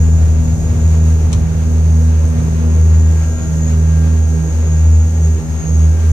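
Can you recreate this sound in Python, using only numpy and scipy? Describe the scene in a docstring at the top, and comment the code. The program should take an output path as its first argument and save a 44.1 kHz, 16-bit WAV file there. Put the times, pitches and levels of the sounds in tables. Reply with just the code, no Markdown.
"""Four propellers drone in the cockpit of a turboprop taking off; slightly out of step, their harmonics throb.
Upper blade harmonics buzz, gearbox tones waver, and turbine tones whine with blade-rate sidebands over intake hiss.
The wheels' noise rumble fades as the wings take the weight, and bumps ring decaying airframe modes.
Coloured noise rushes along the hull; a loose fitting rattles as short bursts of resonant noise."""
import sys
import numpy as np
from scipy import signal
from scipy.fft import rfft, irfft
from scipy.io import wavfile
from scipy.ndimage import map_coordinates

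SR = 44100
rng = np.random.default_rng(int(sys.argv[2]) if len(sys.argv) > 2 else 0)


def master(y):
    """Save y as 16-bit WAV."""
    cut = np.clip(np.atleast_2d(y).T, -1, 1)
    pcm = np.round(cut * 32767)  # scale
    wavfile.write(sys.argv[1], SR, pcm.astype(np.int16))


N = 269892
T = np.arange(N) / SR  # s
SIDES = np.array([[1], [-1]])  # left, right


def undb(db):
    """Decibels to gain."""
    return 10 ** (np.asarray(db) / 20)


def unit(x):
    """Scale to rms 1."""
    return x / np.sqrt(np.mean(x ** 2))


def curves(table):
    """Each column of a table, joined by straight lines in time."""
    s, *columns = np.transpose(table)
    return [np.interp(T, s, c) for c in columns]


def turn(hz):
    """Running phase [rad] of a pitch curve, from a random start."""
    return 2 * np.pi * (np.cumsum(hz) / SR + rng.random())


def walk(rate_hz):
    """Smooth random drift with a spread near 1; rate_hz is random knots per second."""
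    knots = rng.standard_normal(512)
    coarse = map_coordinates(knots, [T[::64] * rate_hz + 2], order=3, mode="wrap")
    return coarse.repeat(64)[:N]


def late(x, lag_s):
    """Delay by a fraction of a millisecond, as a linear phase shift."""
    f = np.fft.rfftfreq(N, 1 / SR)
    return irfft(rfft(x) * np.exp(-2j * np.pi * f * lag_s), N)


def noise(spectrum):
    """Noise of rms 1 with the given colour, interpolated in dB over log frequency."""
    hz, db = np.transpose(spectrum)
    f = np.fft.rfftfreq(N, 1 / SR) + 1e-3  # avoids log(0)
    gain = undb(np.interp(np.log(f), np.log(hz), db))
    return unit(irfft(rfft(rng.standard_normal(N)) * gain, N))


def diffuse(spectrum, alike_hz):
    """Cabin noise on two sides: alike in the bass, increasingly unrelated around and above alike_hz."""
    f = np.fft.rfftfreq(N, 1 / SR)
    alike = 1 / (1 + (f / alike_hz) ** 2)
    mid = irfft(rfft(noise(spectrum)) * np.sqrt(1 + alike), N)
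    side = irfft(rfft(noise(spectrum)) * np.sqrt(1 - alike), N)
    return unit(np.array([mid + side, mid - side]))


def wavering(phase, rate_hz, fade):
    """A tone of rms near 1 whose strength and phase wander on the way through the hull."""
    in_phase = (1 + fade * walk(rate_hz)) * np.sin(phase)
    quadrature = fade * walk(rate_hz) * np.cos(phase)
    return np.sqrt(2 / (1 + 2 * fade ** 2)) * (in_phase + quadrature)


def propellers():
    """Running blade phase of each propeller; they slip past each other as their speeds differ."""
    # blade rates; the third sags late in the roll: (time [s], four propellers' rates [Hz])
    blade_rates = [(0.0, 79.66, 80.54, 79.08, 79.3), (1.0, 79.51, 80.58, 79.45, 79.57),
                   (2.0, 79.48, 80.51, 79.62, 79.43), (3.0, 79.45, 80.55, 79.08, 79.97),
                   (3.5, 79.63, 80.45, 79.99, 78.94), (4.0, 79.61, 80.45, 80.06, 79.53),
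                   (4.5, 79.35, 80.93, 77.87, 79.43), (5.0, 79.91, 80.32, 77.39, 79.43),
                   (5.5, 79.56, 80.61, 77.04, 79.58), (6.1, 79.68, 80.4, 77.64, 79.58)]
    # a moment when each propeller is in step with the first: [s]
    in_step_s = [0, 2.988, 4.905, 2.818]
    phases = [turn(hz) for hz in curves(blade_rates)]
    return [phase - np.interp(s, T, phase - phases[0]) for phase, s in zip(phases, in_step_s)]


def drone(blades):
    """Deep harmonics of four propellers add and cancel, so they throb; standing waves differ by side."""
    # propellers: (left minus right [dB], base peak levels of blade harmonics 1, 2, 3 [dB])
    propeller_levels = [(1.04, -12, -29.5, -28.4), (1.3, -13.5, -28, -33.5), (1.3, -17.5, -28, -34.5),
                        (1.8, -16.5, -20.5, -41)]
    # standing wave per harmonic: (left minus right [dB], left lag [rad], antiphase stray level [dB])
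    standing_waves = [(-1.2, 0.062, -33), (-3, 0.3, -32.5), (-1.8, 1, -39)]
    # slow level change, not applied to the stray: (time [s], harmonics 1, 2, 3 [dB])
    harmonic_changes = [(0, -2.1, 0.7, 1.5), (2, -2.5, -.6, 3), (3, -.3, -1, 1.6), (4, -3.4, 3.6, 2),
                        (5, 1.1, -.8, -2.4), (6.1, 3.8, -.6, -3)]
    out = np.zeros((2, N))
    for k, (wave, change_db) in enumerate(zip(standing_waves, curves(harmonic_changes))):
        pan_db, left_lag_rad, stray_db = wave
        multiple = k + 1
        lag_rad = np.array([[left_lag_rad], [0]])
        for blade, (side_db, *harmonic_db) in zip(blades, propeller_levels):
            side_gain = undb(SIDES * (pan_db + side_db) / 2)
            tone = np.sin(multiple * blade - lag_rad)
            out += side_gain * undb(harmonic_db[k] + change_db) * tone
        # antiphase stray: the sum does not cancel on both sides at once
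        out += undb(stray_db) * wavering(multiple * blades[0], rate_hz=1.45, fade=4.3) * SIDES
    return out


def buzz(blades, peak_s=4.15, peak_db=2.5, fall_db_per_s=1.4):
    """Upper harmonics of the four propellers beat quickly; the buzz swells to a peak and eases."""
    # upper blade harmonics: (multiple, relative level [dB])
    harmonics = [(4, -46.5), (5, -44.5), (6, -50), (7, -54), (8, -57.5), (9, -60.5), (10, -57.5),
                 (11, -59.5)]
    # strength of each propeller in these harmonics: [dB]
    propeller_db = [-3, -1.5, -3.5, -4]
    out = np.zeros((2, N))
    for blade, prop_db in zip(blades, propeller_db):
        for multiple, db in harmonics:
            phase = multiple * blade + 2 * np.pi * rng.random()
            skew_rad = .5 * rng.standard_normal((2, 1))
            out += undb(prop_db + db + 4.75 * walk(6)) * np.sin(phase + skew_rad)
    return out * undb(peak_db - fall_db_per_s * np.abs(T - peak_s))


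def gears(waver_hz=5, fade=0.74, surge_db=1.5):
    """Thin gear tones reach each side by different paths, surge with the load and swell in mid-roll."""
    # gear tones: (pitch [Hz], relative level [dB])
    gear_tones = [(642, -56.5), (802, -54.5), (872, -55.5), (1352, -60), (1391, -57.5), (1604.5, -51),
                  (1804, -59), (1857, -61), (1890, -63), (2252, -62.5), (2630, -69), (3209, -70)]
    swell_s, swell_length_s = 2.5, 0.24
    early_db, late_db = -3, 1.2
    out = np.zeros((2, N))
    for hz, db in gear_tones:
        phase = turn(hz + 0.765 * walk(1.484))
        surge = undb(db + surge_db * walk(3.01))
        out += surge * np.array([wavering(phase, waver_hz, fade) for _ in range(2)])
    swell = (1 + np.tanh((T - swell_s) / swell_length_s)) / 2
    return out * undb(early_db + (late_db - early_db) * swell)


def turbines(blade, spread_hz=125, count=6):
    """The blades chop each turbine tone into a comb of sidebands; the intake hiss pulses with them."""
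    # whine: (time [s], relative level [dB], pitch where strongest [Hz])
    whine_course = [(0, -40, 6770), (.9, -40.5, 6770), (2.4, -46.5, 6460), (3.1, -36.5, 6750),
                    (4.3, -40.5, 6620), (4.9, -38.5, 6720), (5.7, -36.5, 6600), (6.1, -48.5, 6620)]
    # turbine tones: (nominal start pitch [Hz], nominal end pitch [Hz], relative level [dB])
    turbine_tones = [(6667, 6657, 0), (6692, 6668, -4)]
    # intake hiss spectrum: (frequency [Hz], relative density [dB per Hz])
    intake_spectrum = [(2000, -42), (3800, -15.5), (5000, -14), (5600, -8), (6000, -1.5), (6300, -1.5),
                       (6650, 2.5), (7000, -4), (7700, -12), (8900, -10), (10400, -23.5), (12400, -14),
                       (13300, -19), (14000, -26)]
    left_lead_s = 0.0004944
    whine_db, centre_hz = curves(whine_course)
    blade_hz = np.gradient(blade) * SR / (2 * np.pi)
    whine = np.zeros(N)
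    for start_hz, end_hz, turbine_db in turbine_tones:
        hz = np.linspace(start_hz, end_hz, N) + 2 * walk(1.5)
        phase = turn(hz)
        for k in range(-count, count):
            offset = (hz + k * blade_hz - centre_hz) / spread_hz
            strength = 1 / (1 + offset ** 2)
            path_rad = 2 * np.pi * rng.random()  # each sideband's own way through the hull
            sideband = wavering(phase + k * blade + path_rad, rate_hz=5, fade=0.8)
            whine += undb(turbine_db) * strength * sideband
    pulsing = (1 + .08 * np.sin(blade)) * undb(.85 * walk(16))
    direct = undb(whine_db + 1.8 * walk(12) + 1.7) * unit(whine)
    direct = direct + undb(-48) * pulsing * noise(intake_spectrum)
    scattered = undb(-40) * pulsing * np.array([noise(intake_spectrum), noise(intake_spectrum)])
    # direct sound comes from the left
    return np.array([direct, undb(-3.5) * late(direct, left_lead_s)]) + scattered


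def wheels(start_db=-21.5, lift_db_per_s=2, soft_s=0.0085):
    """Runway rumble falls as the wings take the weight; bumps, softened by the tyres, ring low modes."""
    # rumble spectrum: (frequency [Hz], relative density [dB per Hz])
    rumble_spectrum = [(15, -47), (26, -26), (33, -3), (48, -9), (56, -5), (64, -6), (86, -3.5), (97, -1),
                       (112, -8.5), (145, -16), (200, -20), (300, -29.5), (720, -34), (1600, -68)]
    # rough and smooth stretches: (middle [s], half length to 1/e [s], rumble change [dB])
    patches = [(.62, 0.39, 4), (1.386, 0.18, 6), (1.85, 0.16, -2), (3.65, .5, 2.5)]
    # runway bumps: (time [s], relative level [dB])
    bumps = [(.71, -18), (1.3, -16), (2.34, -18)]
    # airframe modes: (pitch [Hz], t60 [s], relative level [dB])
    airframe_modes = [(38, .25, -13), (57.6, 0.49, -1), (96.6, 0.22, 6), (114.6, 0.6, 1), (139, 0.057, -4)]
    roll_db = start_db - lift_db_per_s * T
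    for middle_s, half_s, db in patches:
        roll_db = roll_db + db * np.exp(-((T - middle_s) / half_s) ** 2)
    out = undb(roll_db) * diffuse(rumble_spectrum, alike_hz=380)
    for s, db in bumps:
        age = np.maximum(T - s, 0)
        ring = np.zeros(N)
        for hz, t60_s, mode_db in airframe_modes:
            ring += undb(mode_db - 60 * age / t60_s) * np.sin(2 * np.pi * hz * age)
        out = out + undb(db) * (1 - np.exp(-age / soft_s)) * ring
    return out


def airflow(speeding_db=-1.2, lag_s=0.00019, direct_db=-6.5):
    """Slipstream rushes along the hull; its low roar and its hiss flutter separately."""
    # rush spectrum: (frequency [Hz], relative density [dB per Hz])
    air_spectrum = [(30, -9), (120, 3.5), (200, 1.5), (265, -1), (340, -4.5), (460, -2), (640, -9.5),
                    (1000, -13), (1500, -16.5), (2000, -19.5), (2600, -19.5), (3300, -25.5), (5000, -28.5),
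                    (14000, -57)]
    # part comes straight from the right side window
    window = undb(direct_db) * noise(air_spectrum)
    air = unit(diffuse(air_spectrum, alike_hz=382) + np.array([late(window, lag_s), window]))
    roar = signal.sosfilt(signal.butter(1, 800, fs=SR, output="sos"), air)
    hiss = air - roar
    roar_db = speeding_db * np.linspace(-1, 1, N) + 0.85 * walk(12)
    hiss_db = 1.3 * walk(18)
    return undb(-29.5 + .5 * walk(3.51)) * (undb(roar_db) * roar + undb(hiss_db) * hiss)


def rattles(t60_s=.035, cabin_t60_s=0.18, cabin_db=-15, pan_db=2):
    """A loose fitting knocks and ticks; each knock is followed by the short ring of the cockpit."""
    # contacts: (time [s], relative level [dB], lowest pitch excited [Hz])
    contacts = [(.28, -40, 700), (1.319, -34, 500), (1.3277, -24.5, 400), (1.3303, -22, 400),
                (1.337, -31, 700), (1.347, -35, 700), (1.78, -43, 2000), (2.279, -31, 7700),
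                (2.286, -31, 7700)]
    # fitting's resonances: (pitch [Hz], width [Hz], relative level [dB])
    fitting_modes = [(1090, 150, 14.5), (2450, 310, 5), (3230, 400, 3), (3800, 940, 3), (6060, 1200, 7),
                     (7900, 520, -22), (9200, 960, -26)]
    out = np.zeros((2, N))
    age = T[:SR // 4]
    decay = undb(-60 * age / t60_s) + undb(cabin_db - 60 * age / cabin_t60_s)
    for s, db, low_hz in contacts:
        contact = rng.standard_normal((2, len(age)))
        ring = np.zeros((2, len(age)))
        for hz, width_hz, mode_db in fitting_modes:
            b, a = signal.iirpeak(hz, hz / width_hz, fs=SR)
            ring += undb(mode_db) * signal.lfilter(b, a, contact)
        band = signal.butter(5, [low_hz, 10000], "band", fs=SR, output="sos")
        ring = signal.sosfilt(band, unit(ring))
        start = int(s * SR)
        out[:, start:start + len(age)] += undb(db) * ring * decay
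    return out * undb(SIDES * pan_db / 2)


def scene():
    """Everything that reaches the cockpit."""
    blades = propellers()
    engines = drone(blades) + buzz(blades) + gears() + turbines(blades[1])
    return engines + wheels() + airflow() + rattles()


def record(dry, top_hz=13500, ceiling=.92, edge_s=.003):
    """Cut the deepest bass, round the highest peaks, fade both ends and cut the top."""
    dry = signal.sosfilt(signal.butter(4, 28, "high", fs=SR, output="sos"), dry)
    dry = dry / (1 + (dry / ceiling) ** 10) ** (1 / 10)
    edge = np.minimum(np.minimum(T, T[::-1]) / edge_s, 1)
    dry = dry * np.sin(np.pi / 2 * edge) ** 2
    return signal.sosfilt(signal.ellip(8, .2, 70, top_hz, fs=SR, output="sos"), dry)


dry = scene()
out = record(dry)
master(out)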